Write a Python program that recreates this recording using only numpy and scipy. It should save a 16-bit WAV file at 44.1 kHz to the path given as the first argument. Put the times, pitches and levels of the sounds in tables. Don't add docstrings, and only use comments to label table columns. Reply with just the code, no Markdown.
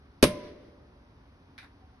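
import sys
import numpy as np
from scipy import signal
from scipy.fft import rfft, irfft, next_fast_len
from scipy.io import wavfile
from scipy.ndimage import map_coordinates

SR = 44100
rng = np.random.default_rng(int(sys.argv[2]) if len(sys.argv) > 2 else 0)


def to_wav(sig):
    pcm = np.clip(np.atleast_2d(sig), -1, 1) * 32767
    pcm = np.round(pcm).astype(np.int16)
    wavfile.write(sys.argv[1], SR, pcm.T)


N = 88200


def amp(db):
    return 10 ** (np.asarray(db) / 20)


def unit(x):
    return x / np.sqrt(np.mean(x ** 2) + 1e-20)


def along(points, hz):
    f, v = np.transpose(points)
    return np.interp(np.log(hz + 1), np.log(f + 1), v)


def since(s):
    return np.maximum(np.arange(N) / SR - s, 0)


def fade(t, t60):
    return np.exp(-np.log(1000) * t / t60)


def burst(s, rise, t60):
    t = since(s)
    return (1 - np.exp(-t / rise)) * fade(t, t60)


def swell(s, width):
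    return np.exp(-.5 * ((since(0) - s) / width) ** 2)


def wobble(rate):
    return map_coordinates(rng.standard_normal(N), [np.arange(N) * rate / SR])


def sine(hz):
    return np.sin(2 * np.pi * np.cumsum(hz) / SR)


def filtered(x, response):
    m = next_fast_len(N + SR // 2)
    return irfft(rfft(x, m) * response(np.fft.rfftfreq(m, 1 / SR)), m)[..., :N]


def delayed(x, s):
    return filtered(x, lambda hz: np.exp(-2j * np.pi * hz * s))


def noise(spectrum, alike):
    def mid_side_gains(hz):
        turn = np.arccos(np.clip(along(alike, hz), -1, 1)) / 2
        return amp(along(spectrum, hz)) * np.array([np.cos(turn), np.sin(turn)])

    mid, side = filtered(rng.standard_normal((2, N)), mid_side_gains)
    return unit(np.array([mid + side, mid - side]))


def struck(modes, s):
    t = since(s)
    total = 0
    for hz, db, t60 in modes:
        level = amp(db + rng.normal(0, 1.5, (2, 1)))
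        phase = rng.random((2, 1))
        total = total + level * burst(s, .0005, t60) * np.sin(2 * np.pi * (hz * t + phase))
    return total


POP_S = .2268
CRACK_DB, CRACK_RISE_S, CRACK_T60_S = -9, .00018, .018
# frequency in Hz, relative level in dB per Hz.
CRACK_COLOUR = [(300, -14), (700, 3), (950, 6), (1300, 2), (2000, 2.5), (3200, -1), (5500, -3), (7500, -11),
                (9000, -4), (11500, -7)]
# frequency in Hz, left-right correlation (1 is identical).
DIRECT_ALIKE = [(500, .97), (1100, .8), (2000, .15), (10000, .2)]


def crack():
    return amp(CRACK_DB) * burst(POP_S, CRACK_RISE_S, CRACK_T60_S) * noise(CRACK_COLOUR, DIRECT_ALIKE)


SNAP_DB, SNAP_RISE_S, SNAP_T60_S = -5.5, .0016, .0065
# frequency in Hz, relative level in dB per Hz.
SNAP_COLOUR = [(600, -8), (1200, 3), (3000, 1), (5500, 2), (7500, -9), (10500, -1)]


def snap():
    return amp(SNAP_DB) * burst(POP_S, SNAP_RISE_S, SNAP_T60_S) * noise(SNAP_COLOUR, DIRECT_ALIKE)


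THUMP_S, THUMP_RISE_S = .2295, .00092
# frequency in Hz, level in dB, t60 in seconds.
NECK_MODES = [(170, -16, 0.058), (258, -12, .06), (343, 0, .052), (494, -11, .045), (565, -18, .04)]


def thump():
    t = since(THUMP_S)
    modes = [amp(db) * burst(THUMP_S, THUMP_RISE_S, t60) * np.sin(2 * np.pi * hz * t)
             for hz, db, t60 in NECK_MODES]
    return -sum(modes)


BOOM_HZ, BOOM_DB, BOOM_RISE_S, BOOM_T60_S = 79, -11.5, .011, .085


def boom():
    return -amp(BOOM_DB) * burst(THUMP_S, BOOM_RISE_S, BOOM_T60_S) * np.sin(2 * np.pi * BOOM_HZ * since(THUMP_S))


# delay in seconds, gain of the thump in dB, gain of the crack in dB.
WALLS = [(.0044, -2, -4), (.0095, -11.5, -7), (.0113, -9, -3), (.0133, -28.5, -4), (.015, -13.5, -16),
         (.0200, -27.5, -14)]


def wall_slaps(thump_sound, crack_sound):
    return sum(delayed(amp(thump_db) * thump_sound + amp(crack_db) * crack_sound, delay)
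               for delay, thump_db, crack_db in WALLS)


# frequency in Hz, middle level in dB, t60 in seconds.
GLASS_MODES = [(706, -35, .2), (2118, -40, .33), (2299, -44, .28), (3015, -31, .13), (3413, -37, .15),
               (3880, -36, .12), (4387, -41, .13), (5300, -42, .16), (5771, -44, .16)]


def pop():
    crack_sound = crack()
    thump_sound = thump()
    slaps = wall_slaps(thump_sound, crack_sound)
    return snap() + crack_sound + thump_sound + boom() + slaps + struck(GLASS_MODES, POP_S)


HISS_DB, HISS_RISE_S, HISS_T60_S = -20, .003, .17
# frequency in Hz, relative level in dB per Hz.
HISS_COLOUR = [(500, -18), (700, -2), (860, -10), (1100, -2), (2200, -1), (3500, -2), (5700, -6),
               (7600, -22), (8700, -4), (11000, -5), (12000, -11)]


def gas():
    return amp(HISS_DB) * burst(POP_S, HISS_RISE_S, HISS_T60_S) * noise(HISS_COLOUR, DIRECT_ALIKE)


RING_HZ, RING_SAG_HZ_PER_S, RING_RISE_S = 597, 16, .06
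RING_WAVER_HZ, RING_FLUTTER_DB = 4, 2.8
# level in dB, t60 in seconds.
RING_DECAYS = [(-24, .44), (-46, 1.8)]


def hollow_note():
    pitch = RING_HZ - RING_SAG_HZ_PER_S * since(POP_S) + RING_WAVER_HZ * wobble(45)
    decay = sum(amp(db) * burst(POP_S, RING_RISE_S, t60) for db, t60 in RING_DECAYS)
    return decay * amp(RING_FLUTTER_DB * wobble(35)) * sine(pitch)


# time in seconds, pitch in Hz before wavering, rms level in dB.
WHISTLE_PATH = [(.25, 1010, -60), (.28, 1018, -50), (.335, 1042, -52), (.39, 1000, -52), (.45, 982, -58),
                (.52, 986.2, -72)]


def whistle():
    s, hz, db = np.transpose(WHISTLE_PATH)
    pitch = np.interp(since(0), s, hz) + 12 * wobble(80)
    level = np.interp(since(0), s, amp(db), left=0, right=0)
    return level * np.sqrt(2) * sine(pitch)


HONK_S, HONK_RISE_S, HONK_T60_S, HONK_DB = .2365, .002, .03, -5
# frequency in Hz, relative level in dB per Hz.
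HONK_COLOUR = [(250, -50), (400, -20), (470, 0), (590, 0), (680, -25), (1200, -70)]
# frequency in Hz, left-right correlation.
TAIL_ALIKE = [(200, 1), (330, .9), (550, .3), (1400, .35), (4000, -.1), (12000, 0)]


def corner():
    return amp(HONK_DB) * burst(HONK_S, HONK_RISE_S, HONK_T60_S) * noise(HONK_COLOUR, TAIL_ALIKE)


def reverberation(spectrum, t60s, rise):
    hz, t, bins = signal.stft(noise(spectrum, TAIL_ALIKE), SR, nperseg=512)
    decay = fade(np.maximum(t - POP_S, 0), along(t60s, hz)[:, None])
    tail = signal.istft(bins * decay, SR)[1][:, :N]
    return tail * (1 - np.exp(-(since(POP_S) / rise) ** 2))


BALCONY_DB, BALCONY_RISE_S = -17.5, .008
# frequency in Hz, relative level in dB per Hz.
BALCONY_COLOUR = [(40, -16), (80, -5), (160, 1), (340, -3), (540, -6.5), (700, -14), (860, -22),
                  (1050, -12), (1300, -21), (2100, -19), (3200, -21), (5700, -29), (7000, -45)]
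# frequency in Hz, t60 in seconds.
BALCONY_T60 = [(80, .3), (400, 0.23), (1500, .22), (6000, .2)]


def balcony():
    return amp(BALCONY_DB) * reverberation(BALCONY_COLOUR, BALCONY_T60, BALCONY_RISE_S)


YARD_DB, YARD_RISE_S = -35.3, .065
# frequency in Hz, relative level in dB per Hz.
YARD_COLOUR = [(50, -12), (150, -7), (330, 0), (520, -3), (680, -13), (870, -26), (1030, -15), (1400, -23),
               (2100, -16), (2600, -20), (5400, -21), (6300, -24), (7000, -55), (8000, -50), (8800, -28),
               (12000, -36)]
# frequency in Hz, t60 in seconds.
YARD_T60 = [(100, 1.4), (400, 1.4), (1500, 1.09), (4000, .75), (10000, .55)]


def courtyard():
    return amp(YARD_DB) * reverberation(YARD_COLOUR, YARD_T60, YARD_RISE_S)


# middle in seconds, bell width (sigma) in seconds, level in dB.
ECHOES = [(.45, .05, -57), (.64, .06, -68.5)]
# frequency in Hz, relative level in dB per Hz.
ECHO_COLOUR = [(300, -3), (900, -6), (2000, 5.5), (2700, -3), (3800, -1), (5800, -5), (7000, -35),
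               (9500, -17), (12000, -25)]


def house_echoes():
    swells = sum(amp(db) * swell(s, width) for s, width, db in ECHOES)
    return swells * noise(ECHO_COLOUR, TAIL_ALIKE)


# start in seconds, level in dB, t60 of the noise in seconds.
CONTACTS = [(1.5795, -37.5, .014), (1.586, -38.5, .014), (1.598, -51, .025), (1.629, -50, .02),
            (1.644, -51, 0.028)]
# frequency in Hz, relative level in dB per Hz.
CLICK_COLOUR = [(350, -49), (600, -27), (752, -16), (831, -13), (1040, -14.5), (1700, -1.5), (2410, -4),
                (3180, -15), (3740, -8.5), (6020, -20.5), (7270, -42), (9460, -23.5), (12000, -29),
                (15600, -61), (22000, -120)]
# frequency in Hz, middle level against its contact in dB, t60 in seconds.
CLINK_MODES = [(1545, -23, .2), (1690, -14, .1), (2019, -21, .2), (2369, -15, .14), (3650, -25, .2),
               (3946, -26, .2)]
CLICK_TAIL_DB, CLICK_TAIL_RISE_S, CLICK_TAIL_T60_S = -46.5, .0037, .27


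def clicks():
    taps = sum(amp(db) * burst(s, .00035, t60) for s, db, t60 in CONTACTS) * noise(CLICK_COLOUR, DIRECT_ALIKE)
    clink = sum(amp(db) * struck(CLINK_MODES, s) for s, db, _ in CONTACTS)
    tail_envelope = burst(CONTACTS[0][0], CLICK_TAIL_RISE_S, CLICK_TAIL_T60_S)
    tail = amp(CLICK_TAIL_DB) * tail_envelope * noise(CLICK_COLOUR, TAIL_ALIKE)
    return taps + clink + tail


SCUFF_S, SCUFF_RISE_S, SCUFF_T60_S, SCUFF_DB = 1.626, .015, .12, -42.5
# frequency in Hz, relative level in dB per Hz.
SCUFF_COLOUR = [(450, -25), (800, 8), (1100, 0), (1700, 7), (2600, -10), (6000, -30)]


def scuff():
    return amp(SCUFF_DB) * burst(SCUFF_S, SCUFF_RISE_S, SCUFF_T60_S) * noise(SCUFF_COLOUR, DIRECT_ALIKE)


TOWN_DB = -56.5
PORT_LAG_S = .00017
# frequency in Hz, relative level in dB per Hz.
TOWN_COLOUR = [(13, -47.5), (22, -27), (37, -8), (60, 0.5), (181, -12.5), (277, -9), (315, -17), (341, -15),
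               (678, -22), (753, -20), (1060, -20.5), (2970, -34), (5030, -36.5), (6210, -42),
               (6900, -67.5), (9720, -48), (12000, -52.5), (15600, -80), (22000, -120)]
# frequency in Hz, left-right correlation before the lag.
TOWN_ALIKE = [(100, 1), (200, .95), (500, .55), (1500, .5), (4000, .35), (12000, .2)]
# middle in seconds, bell width (sigma) in seconds, middle pitch in Hz, level in dB.
FAR_TONES = [(1.758, 0.092, 285, -62), (1.836, 0.014, 757, -60), (1.944, 0.018, 747, -62)]


def town():
    traffic = amp(TOWN_DB) * noise(TOWN_COLOUR, TOWN_ALIKE)
    tones = sum(amp(db) * swell(s, width) * sine(hz + 4 * wobble(39.87)) for s, width, hz, db in FAR_TONES)
    return delayed(traffic + tones, np.array([[.5], [-.5]]) * PORT_LAG_S)


def scene():
    bottle = pop() + gas() + hollow_note() + whistle()
    surroundings = corner() + balcony() + courtyard() + house_echoes()
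    return bottle + surroundings + clicks() + scuff() + town()


CLIP_TOP, TOP_HZ = .92, 11950


def record(dry):
    rounded = dry / (1 + np.abs(dry / CLIP_TOP) ** 6) ** (1 / 6)
    return filtered(rounded, lambda hz: 1 / np.sqrt(1 + (hz / TOP_HZ) ** 200))


dry = scene()
out = record(dry)
to_wav(out)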